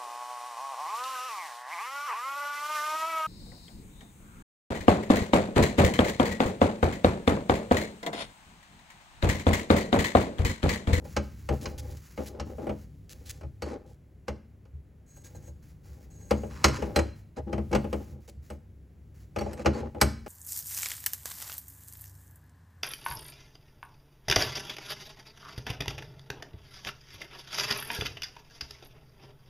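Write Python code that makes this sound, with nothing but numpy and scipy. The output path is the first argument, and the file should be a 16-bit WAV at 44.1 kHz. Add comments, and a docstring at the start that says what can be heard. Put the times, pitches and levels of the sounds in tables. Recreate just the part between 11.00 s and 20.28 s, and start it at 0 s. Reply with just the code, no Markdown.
"""Inside a cabinet under a steel sink, heard close up on two microphone ports over a faint room rumble.
Two hands lean on the bowl and work a rubber washer and a cast metal locknut onto the drain strainer:
nut clacks, booms and rasps at first, then lighter brushing, sliding and singing around 4 to 5 s.
The hardest clacks follow from 5.3 s, with groans as the washer grips; a last dense bout starts near 8.4 s.
Blows ring decaying modes and noise bursts; rubs are random tiny catches; the cabinet adds an echo."""
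import sys
import numpy as np
from scipy import signal
from scipy.fft import rfft, irfft, next_fast_len
from scipy.io import wavfile
from scipy.ndimage import map_coordinates

SR = 44100
rng = np.random.default_rng(int(sys.argv[2]) if len(sys.argv) > 2 else 0)


def bounce(signal):
    """Save signal as a 16-bit WAV file at the path given by the first command-line argument."""
    frames = np.transpose(np.atleast_2d(signal))
    limited = np.clip(frames, -1, 1)
    pcm = np.round(limited * 32767).astype(np.int16)
    wavfile.write(sys.argv[1], SR, pcm)


N = 409248

# modes of the strainer in its sheet of steel: (frequency [Hz], relative level [dB], t60 [s])
STRAINER = [(408, -6.5, 0.32), (489, -13, 0.23), (499.4, 7.5, 0.069), (574, -7, 0.22), (630, -10, 0.16),
            (757, -11.5, 0.13), (817.4, 1.5, 0.1)]
# modes of the bowl's walls: (frequency [Hz], relative level [dB], t60 [s])
WALL = [(208.9, 3.5, 0.26), (226.2, -14, 0.72), (284, -7, 0.29), (332.1, 1.5, 0.2)]
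# modes of the nut, damped by the fingers: (frequency [Hz], relative level [dB], t60 [s])
NUT = [(4100, 4, .11), (4470, -1, .09), (4750, -7, .06), (4965, -2, .1), (5450, -5, .05), (5650, -3, .07),
       (6100, -6, .05), (6425, -2, .1), (6600, 1, .11)]
# the nut's highest modes, woken by a sharp edge or by skin sliding over the metal: (frequency [Hz], relative
# level [dB], t60 [s])
EDGE = [(7945, -2, .08), (8125, 0, .09), (9410, -3, .06), (9910, -6, .06), (11300, -11, .06),
        (11605, -8, .07), (12000, -10, .07), (13500, -7, .05), (14250, -12, .05)]
# colour of a dull knock: (frequency [Hz], relative level [dB])
KNOCK = [(90, -38.5), (200, -10.5), (550, 2.5), (720, -9), (850, -8.5), (1100, -22.5), (2500, -57.5)]
# colour of the nut grinding on a thread: (frequency [Hz], relative level [dB])
GRIND = [(600, -11.5), (1000, 7), (1300, 2.5), (1800, 2), (2500, -2.5), (3600, -12.5), (4800, -7.5),
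         (8000, -10.5), (16000, -30)]
# colour of light sliding over metal: (frequency [Hz], relative level [dB])
SLIDE = [(300, -30), (900, -7), (2000, -4), (3400, -12.5), (6500, -6), (9000, -11.5), (12000, -9),
         (16000, -9)]


def amp(db):
    """Decibels to a factor of amplitude."""
    return 10 ** (np.asarray(db) / 20)


def unit(x):
    """Scaled to rms 1."""
    return x / np.sqrt(np.mean(x ** 2) + 1e-20)


def along(points, hz):
    """A curve through (Hz, value) points, interpolated on a log frequency axis."""
    f, v = np.transpose(points)
    return np.interp(np.log(hz + 1), np.log(f + 1), v)


def filtered(x, response):
    """x times a response of frequency."""
    n = x.shape[-1]
    m = next_fast_len(n + SR // 8)
    spectrum = rfft(x, m) * response(np.fft.rfftfreq(m, 1 / SR))
    return irfft(spectrum, m)[..., :n]


def coloured(x, colour):
    """x weighted by a colour, at rms 1."""
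    return unit(filtered(x, lambda hz: amp(along(colour, hz))))


def noise(n):
    """White noise, independent in mid and side."""
    return rng.standard_normal((2, n))


def wobble(rate):
    """A smooth random curve, rate knots a second."""
    knots = rng.standard_normal(int(N * rate / SR) + 4)
    return map_coordinates(knots, [np.arange(N) * rate / SR])


def add(track, s, sound):
    """Lay a sound into a track at time s."""
    place = track[:, round(s * SR):][:, :sound.shape[1]]
    place += sound[:, :place.shape[1]]


def ring(modes, t, scatter_db):
    """Decaying modes at new strengths and phases, starting near rms 1."""
    hz, db, t60 = np.transpose(modes)[:, :, None]
    size = amp(db + scatter_db * rng.standard_normal(db.shape))
    phase = 2 * np.pi * rng.random((2, len(modes), 1))
    decaying = size * amp(-60 * t / t60) * np.sin(2 * np.pi * hz * t + phase)
    return np.sum(decaying, axis=1) / np.sqrt(np.sum(size ** 2) / 2)


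def resonating(x, modes):
    """x through a body's modes, at rms 1."""
    t = np.arange(SR // 4) / SR
    body = ring(modes, t, scatter_db=2.5) * (1 - np.exp(-t / 0.0005))
    return unit(signal.fftconvolve(x, body, axes=1)[:, :x.shape[1]])


def rub(n, surface, modes, rate, ring_db):
    """Friction of rms 1: rate tiny catches a second, heard directly and through the rubbed body's modes."""
    catches = (rng.random(n) < rate / SR) * noise(n)
    return unit(coloured(catches, surface) + amp(ring_db) * resonating(catches, modes))


def stroking(rows, attack, fade):
    """The gain of a series of rubs: each swells, holds and dies away (time constants in s)."""
    out, t = np.zeros((1, N)), np.arange(SR) / SR
    for s, length, db in rows:
        shape = (1 - np.exp(-t / attack)) * np.exp(-np.maximum(t - length, 0) / fade)
        add(out, s, amp(db) * shape[None])
    return out


def contacts():
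    """Each contact cracks and rings the nut, knocks the strainer, then spreads into the bowl; harder is brighter."""
    # the nut strikes the strainer; hardness is low when a finger or the washer cushions it,
    # edge is high when a sharp corner lands: (time [s], force [dB], hardness [dB], edge [dB])
    blows = [(0.0504, -49, -7, -4), (0.165, -28, 8.5, -5), (0.4885, -31, 1, 1.5), (0.6561, -39, 14, -25),
             (1.176, -35, -5.5, -6), (1.398, -37, 8.5, -7), (1.5817, -39, -18.5, 10),
             (1.6677, -34.5, -12, 7), (1.6929, -32, -6.5, -2), (2.41, -52, 4, 3), (2.4321, -48.5, -2.5, -3),
             (2.6211, -37, 7.5, 0), (3.281, -34.5, 5, -3.5), (3.653, -63.5, 5, -8), (4.1665, -61.5, 4, 18),
             (4.3482, -52, -21, 6), (4.477, -54.5, -24, 8), (5.3085, -23.5, 2.5, 2),
             (5.4332, -38.5, -13, 5), (5.6418, -22, 18, -2), (5.6828, -34.5, 9, 3),
             (5.8221, -31.5, -2, 0.5), (5.9601, -23.5, 7.5, 4.5), (5.9891, -27.5, -2, -15),
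             (6.5284, -30.5, -2, -2), (6.5791, -34.5, -7, 0), (6.7143, -42.5, 2, 5), (6.7284, -28, 2, -4.5),
             (6.7494, -24, 3.5, -0.5), (6.8432, -35, -10, 5), (6.9283, -29, -3, 4), (7.279, -53.5, -11, 15),
             (7.5015, -41.5, 0.5, 7), (8.3616, -31, -0.5, -1), (8.3858, -37.5, 6.5, 3),
             (8.41, -33, -3.5, 7), (8.4604, -35.5, -20, 8), (8.531, -50, 9.5, 12.5), (8.5934, -38, -9.5, 6),
             (8.6474, -33, -12, 5.5), (8.6585, -21, 4.5, -7), (8.9465, -41.5, -11.5, 7),
             (9.0131, -22.5, 14.5, 8), (9.262, -42.5, 2, 6)]
    # modes of the threaded barrel: (frequency [Hz], relative level [dB], t60 [s])
    barrel = [(1058, -2, .09), (1245, 1, .12), (1335, -2, .09), (1520, -2, .09), (1940, -4, .07),
              (2235, -4, .08), (2518, -6, .07), (2690, -6, .07), (2935, -4, .08)]
    # colour of the clack on the threads: (frequency [Hz], relative level [dB])
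    clack_colour = [(500, -31), (950, 2), (1250, 6.5), (1750, -0.5), (2200, 1.5), (3000, -2.5),
                    (3700, -14.5), (5500, -43.5)]
    # colour of the nut's crack: (frequency [Hz], relative level [dB])
    crack_colour = [(2200, -25), (3800, -3), (4500, 5), (5600, 4.5), (7300, -4), (9000, -15), (16000, -48)]
    # colour of a sharp corner's tick: (frequency [Hz], relative level [dB])
    tick_colour = [(5500, -29), (8000, 9), (10500, -9), (13500, 1.5), (16000, -9)]

    out, t = np.zeros((2, N)), np.arange(SR // 3) / SR
    # the cabinet's near walls return each blow for a few milliseconds; then the crowded modes of thin steel die
    # as a noise
    after_hold = np.maximum(t - .004, 0)

    def burst(colour, t60):
        """A coloured noise that holds for a few milliseconds, then dies."""
        return coloured(noise(len(t)), colour) * amp(-60 * after_hold / t60)

    def struck(modes):
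        """A body's modes set ringing by one blow."""
        return ring(modes, t, scatter_db=-1.5)

    def rise(seconds):
        """A part getting into motion."""
        return 1 - np.exp(-t / seconds)

    for s, force_db, hardness_db, edge_db in blows:
        # what each part takes of the blow, and what hardness adds to it
        clack_db = force_db + 9 + .6 * hardness_db
        ring_db = force_db - 15 + 1.21 * hardness_db
        ping_db = force_db - 19 + hardness_db + edge_db
        # the heavy bowl follows the force only partly, and a cushioned blow hardly reaches it
        boom_db = -10.5 + 0.7 * force_db + .25 * hardness_db

        clack = amp(clack_db) * (amp(-16) * burst(clack_colour, t60=0.084) + amp(-22) * struck(barrel))
        metal = amp(ring_db) * (amp(-1.5) * burst(crack_colour, t60=0.051) + amp(-7.5) * struck(NUT))
        ping = amp(ping_db) * (amp(-7.5) * burst(tick_colour, t60=.06) + struck(EDGE))
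        knock = amp(force_db + 3.5) * (amp(-2.5) * burst(KNOCK, t60=0.14) + struck(STRAINER))
        wall = amp(force_db + 3) * struck(WALL)
        boom = amp(boom_db) * bowl_boom(t)

        # the bigger the part, the later it gets moving
        small_parts = (clack + metal + ping) * rise(0.00027)
        add(out, s, small_parts + knock * rise(0.0024) + wall * rise(0.015) + boom)

        # a very faint, short burst swells into each blow
        swell = burst(GRIND, t60=0.024)[:, :SR // 100][:, ::-1]
        add(out, s - swell.shape[1] / SR, amp(clack_db - 40) * swell)
    return out


def bowl_boom(t):
    """The bowl's slow modes swell and die away after a push."""
    # slow modes of the sink bowl: (frequency [Hz], relative level [dB], t60 [s])
    bowl = [(73.4, 5.5, 0.24), (105.7, -10.5, .3), (132.9, -3.5, 0.32)]
    return amp(7) * ring(bowl, t, scatter_db=1.5) * (1 - np.exp(-t / .011)) ** 2


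def rebounds():
    """A nut that bounces free rings briefly like a small bell."""
    # the nut rebounds clear of the threads and a hoop mode rings on:
    # (time [s], frequency [Hz], level [dB], t60 [s])
    bounces = [(2.622, 4470, -50, .2), (5.961, 4100, -26, .06), (8.39, 4470, -45, .12),
               (8.41, 5650, -47, .1), (8.74, 4470, -52, .2)]
    out, t = np.zeros((2, N)), np.arange(SR // 4) / SR
    for s, hz, db, t60 in bounces:
        add(out, s, amp(db) * ring([(hz, 0, t60)], t, scatter_db=0))
    return out


def sliding_nut():
    """The nut grinds along the threads; when it hangs free, light brushing keeps its modes singing."""
    # the nut grinds along a thread: (time [s], length [s], level [dB])
    grinds = [(2.635, 0.106, -53.5), (5.5, 0.37, -53), (5.73, 0.041, -43), (5.985, 0.0084, -29),
              (6.362, 0.024, -50.5), (8.39, 0.14, -55.5), (8.57, 0.055, -52), (8.73, 0.08, -50),
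              (9.003, 0.012, -47)]
    # the loosely held nut brushes the threads and sings: (time [s], length [s], relative level [dB])
    brushes = [(4.06, 0.16, -63), (4.24, 0.028, -54), (4.345, 0.022, -56), (4.42, 0.06, -61.5),
               (5.1, 0.38, -62)]
    # modes of the nut hanging free: (frequency [Hz], relative level [dB], t60 [s])
    free_nut = [(1600, -15, .16), (4100, -14, .07), (6270, -10, .05), (6600, 0, .09), (6730, -3, .05),
                (7100, -8, .03), (8000, -4, .04), (11300, -8, .03), (12000, -9, .03)]

    singing = amp(2 * wobble(40)) * rub(N, SLIDE, free_nut, rate=3000, ring_db=6)
    grinding = rub(N, GRIND, NUT, rate=2700, ring_db=-13.5)
    song = stroking(brushes, attack=.006, fade=.015) * singing
    return song + stroking(grinds, attack=.0025, fade=0.0075) * grinding


def washer():
    """Rubber drags and lets go in small jerks, the walls groan when it grips; its edge rasps on the threads."""
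    # the rubber washer drags, sticks and slips: (time [s], length [s], relative level [dB])
    drags = [(0.0, 0.087, -52), (0.5, 0.037, -32), (0.61, 0.11, -43.5), (0.73, .22, -51.5),
             (1.185, 0.026, -31.5), (1.26, 0.094, -50.5), (1.34, 0.053, -46.5), (1.46, 0.08, -44.5),
             (1.582, 0.11, -39.5), (1.695, 0.026, -38), (2.1, 0.35, -63.5), (2.66, 0.11, -38.5),
             (2.8, 0.11, -58.5), (4.22, 0.26, -63), (4.85, 0.55, -63), (5.45, 0.43, -55),
             (5.78, 0.024, -38.5), (5.84, 0.13, -42), (5.975, 0.0073, -22), (6.366, 0.026, -35),
             (6.47, 0.093, -41), (6.708, 0.055, -37), (7.0, 0.019, -46.5), (7.05, .15, -59.5),
             (8.48, 0.11, -45), (8.74, 0.13, -37.5), (8.946, 0.043, -42.5)]
    # the washer grips and its judder makes the walls groan: (time [s], length [s], level [dB])
    groans = [(6.465, 0.145, -41), (6.712, 0.05, -31), (7.1, 0.088, -55), (8.65, 0.018, -39.5)]
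    # the washer's edge rasps across the threads: (time [s], length [s], level [dB])
    rasps = [(0.61, 0.034, -49.5), (0.778, 0.025, -44.5), (0.9, 0.029, -54), (0.968, 0.0057, -49),
             (1.258, 0.026, -45.5), (2.091, 0.041, -50), (2.253, 0.062, -52), (2.291, 0.0184, -41.5),
             (2.86, 0.088, -69.5), (4.237, 0.037, -58.5), (7.275, 0.025, -53.5)]
    # colour of dragging rubber: (frequency [Hz], relative level [dB])
    rubber_colour = [(100, -40.5), (220, 11), (380, 11), (520, 7), (700, -10), (850, -8), (1200, -10.5),
                     (2500, -24.5), (6000, -34.5), (12000, -53)]
    # colour of the rasping edge: (frequency [Hz], relative level [dB])
    rasp_colour = [(400, -38), (1500, 3.5), (4500, 7.5), (7000, 8), (10000, 6), (16000, 1)]

    rubber = rub(N, rubber_colour, STRAINER, rate=1100, ring_db=-7)
    jerks = rub(N, KNOCK, STRAINER, rate=76, ring_db=1.5)
    edge = rub(N, rasp_colour, NUT, rate=3300, ring_db=-16)
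    walls = resonating(noise(N), WALL)

    drag = stroking(drags, attack=.004, fade=0.014) * (amp(-1.5) * rubber + amp(-7) * jerks)
    groan = stroking(groans, attack=0.0055, fade=.03) * walls
    rasp = stroking(rasps, attack=.0025, fade=.004) * edge
    return drag + groan + rasp


def hands():
    """Shifting weight makes the bowl rumble, extra low booms join in, and skin slides unevenly over metal."""
    # the weight of the hands on the bowl: (time [s], relative level [dB])
    weight_on_bowl = [(0.0, -46.5), (0.49, -49), (0.75, -43.5), (1.06, -54.5), (1.55, -48), (2.07, -50.5),
                      (2.56, -52), (2.94, -56.5), (4.06, -57.5), (4.24, -52.5), (5.09, -52.5), (5.86, -42),
                      (6.33, -55.5), (6.8, -39.5), (7.18, -56), (7.91, -55.5), (8.66, -50.5), (9.28, -48.5)]
    # extra low booms of the bowl, alone or together with a blow: (time [s], relative level [dB])
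    extra_booms = [(0.495, -26), (0.767, -38), (0.901, -36.5), (2.4319, -34.5), (3.7303, -37.5),
                   (4.347, -39.5), (4.48, -41.5), (5.6844, -29.5), (6.373, -35), (6.578, -32), (7.11, -38),
                   (7.36, -40.5), (8.8, -34.5), (9.032, -24.5)]
    # fingers slide over the metal: (time [s], length [s], relative level [dB])
    slides = [(0.04, .1, -54.5), (0.22, .26, -63), (0.52, .18, -56), (0.82, .32, -58.5), (1.16, .13, -56),
              (1.45, .38, -64), (2.1, .28, -65), (4.24, .26, -66.5), (4.62, .09, -65.5), (4.83, .22, -64.5),
              (5.3, .65, -64.5), (6.15, .05, -65.5), (6.89, .23, -61.5), (7.2, 0.053, -68),
              (7.42, .12, -65), (8.14, .1, -66.5)]
    # colour of the rumble under the hands: (frequency [Hz], relative level [dB])
    weight_colour = [(20, -25), (40, -9), (52, -6.5), (70, 6), (87, -11), (102, 3.5), (118, -17.5),
                     (134, -6), (165, -9), (210, -18), (300, -22), (700, -51.5)]

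    s, weight_db = np.transpose(weight_on_bowl)
    rumble_db = np.interp(np.arange(N) / SR, s, weight_db) + 3.5
    out = amp(rumble_db) * coloured(noise(N), weight_colour)
    for s, db in extra_booms:
        add(out, s, amp(db) * bowl_boom(np.arange(SR // 3) / SR))
    skin = amp(1.3 * wobble(33)) * rub(N, SLIDE, NUT + EDGE, rate=9000, ring_db=-16)
    return out + stroking(slides, attack=0.0073, fade=0.026) * skin


def cabinet(x):
    """The echo of cabinet and kitchen: a noise tail in which each frequency dies at its own speed."""
    # decay of the echo: (frequency [Hz], t60 [s])
    decay = [(100, .3), (500, .35), (2000, .48), (6000, .42), (14000, .24)]
    hz, t, z = signal.stft(noise(SR // 2), SR, nperseg=256)
    dying = z * amp(-60 * t / along(decay, hz)[:, None])
    tail = signal.istft(dying, SR, nperseg=256)[1]
    tail *= 1 - np.exp(-np.arange(tail.shape[1]) / SR / 0.0027)
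    return signal.fftconvolve(x, tail / np.linalg.norm(tail[0]), axes=1)[:, :N]


def room_tone():
    """The faint rumble of the room: steady coloured noise."""
    # colour of the room: (frequency [Hz], relative level [dB])
    room_colour = [(15, -26), (25, -6), (80, -5), (394, -15.5), (1100, -34), (2100, -34), (5000, -53.5),
                   (10000, -48.5), (16000, -49)]
    return amp(-61) * coloured(noise(N), room_colour)


def scene():
    """All sources as mid and side, then spread over left and right."""
    # how wide the sound stands between the ports: (frequency [Hz], gain of the side [dB])
    width = [(60, -20), (200, -16.5), (400, -9.5), (700, -3.5), (1200, -6.5), (1600, -3), (2200, -20),
             (6000, -37.5), (12000, -27)]
    work = contacts() + rebounds() + sliding_nut() + washer()
    mid, side = work + amp(-15.5) * cabinet(work) + hands() + room_tone()
    side = filtered(side, lambda hz: amp(along(width, hz)))
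    return np.array([mid + side, mid - side])


def record(dry):
    """The ports differ in level; high treble reaches the right one first; deep bass and the very top are cut."""
    # level of the left port over the right: (frequency [Hz], difference [dB])
    tilt = [(100, 0.5), (400, 3), (750, 2.5), (1250, -1.5), (2200, 0)]
    # phase by which the left port leads: (frequency [Hz], lead [rad])
    lead = [(7400, 0), (7800, -1.3), (9000, -3.1), (11100, -6.3), (13300, -9.4), (16000, -13.3)]
    half = np.array([[.5], [-.5]])  # each port takes half of a difference

    def port_response(hz):
        """Level and phase of each port."""
        return amp(half * along(tilt, hz)) * np.exp(1j * half * along(lead, hz))

    ports = filtered(dry, port_response)
    low_cut = signal.butter(2, 36, "highpass", fs=SR, output="sos")  # Hz
    ports = signal.sosfilt(low_cut, ports)
    return filtered(ports, lambda hz: hz < 16100)


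dry = scene()
out = record(dry)
bounce(out)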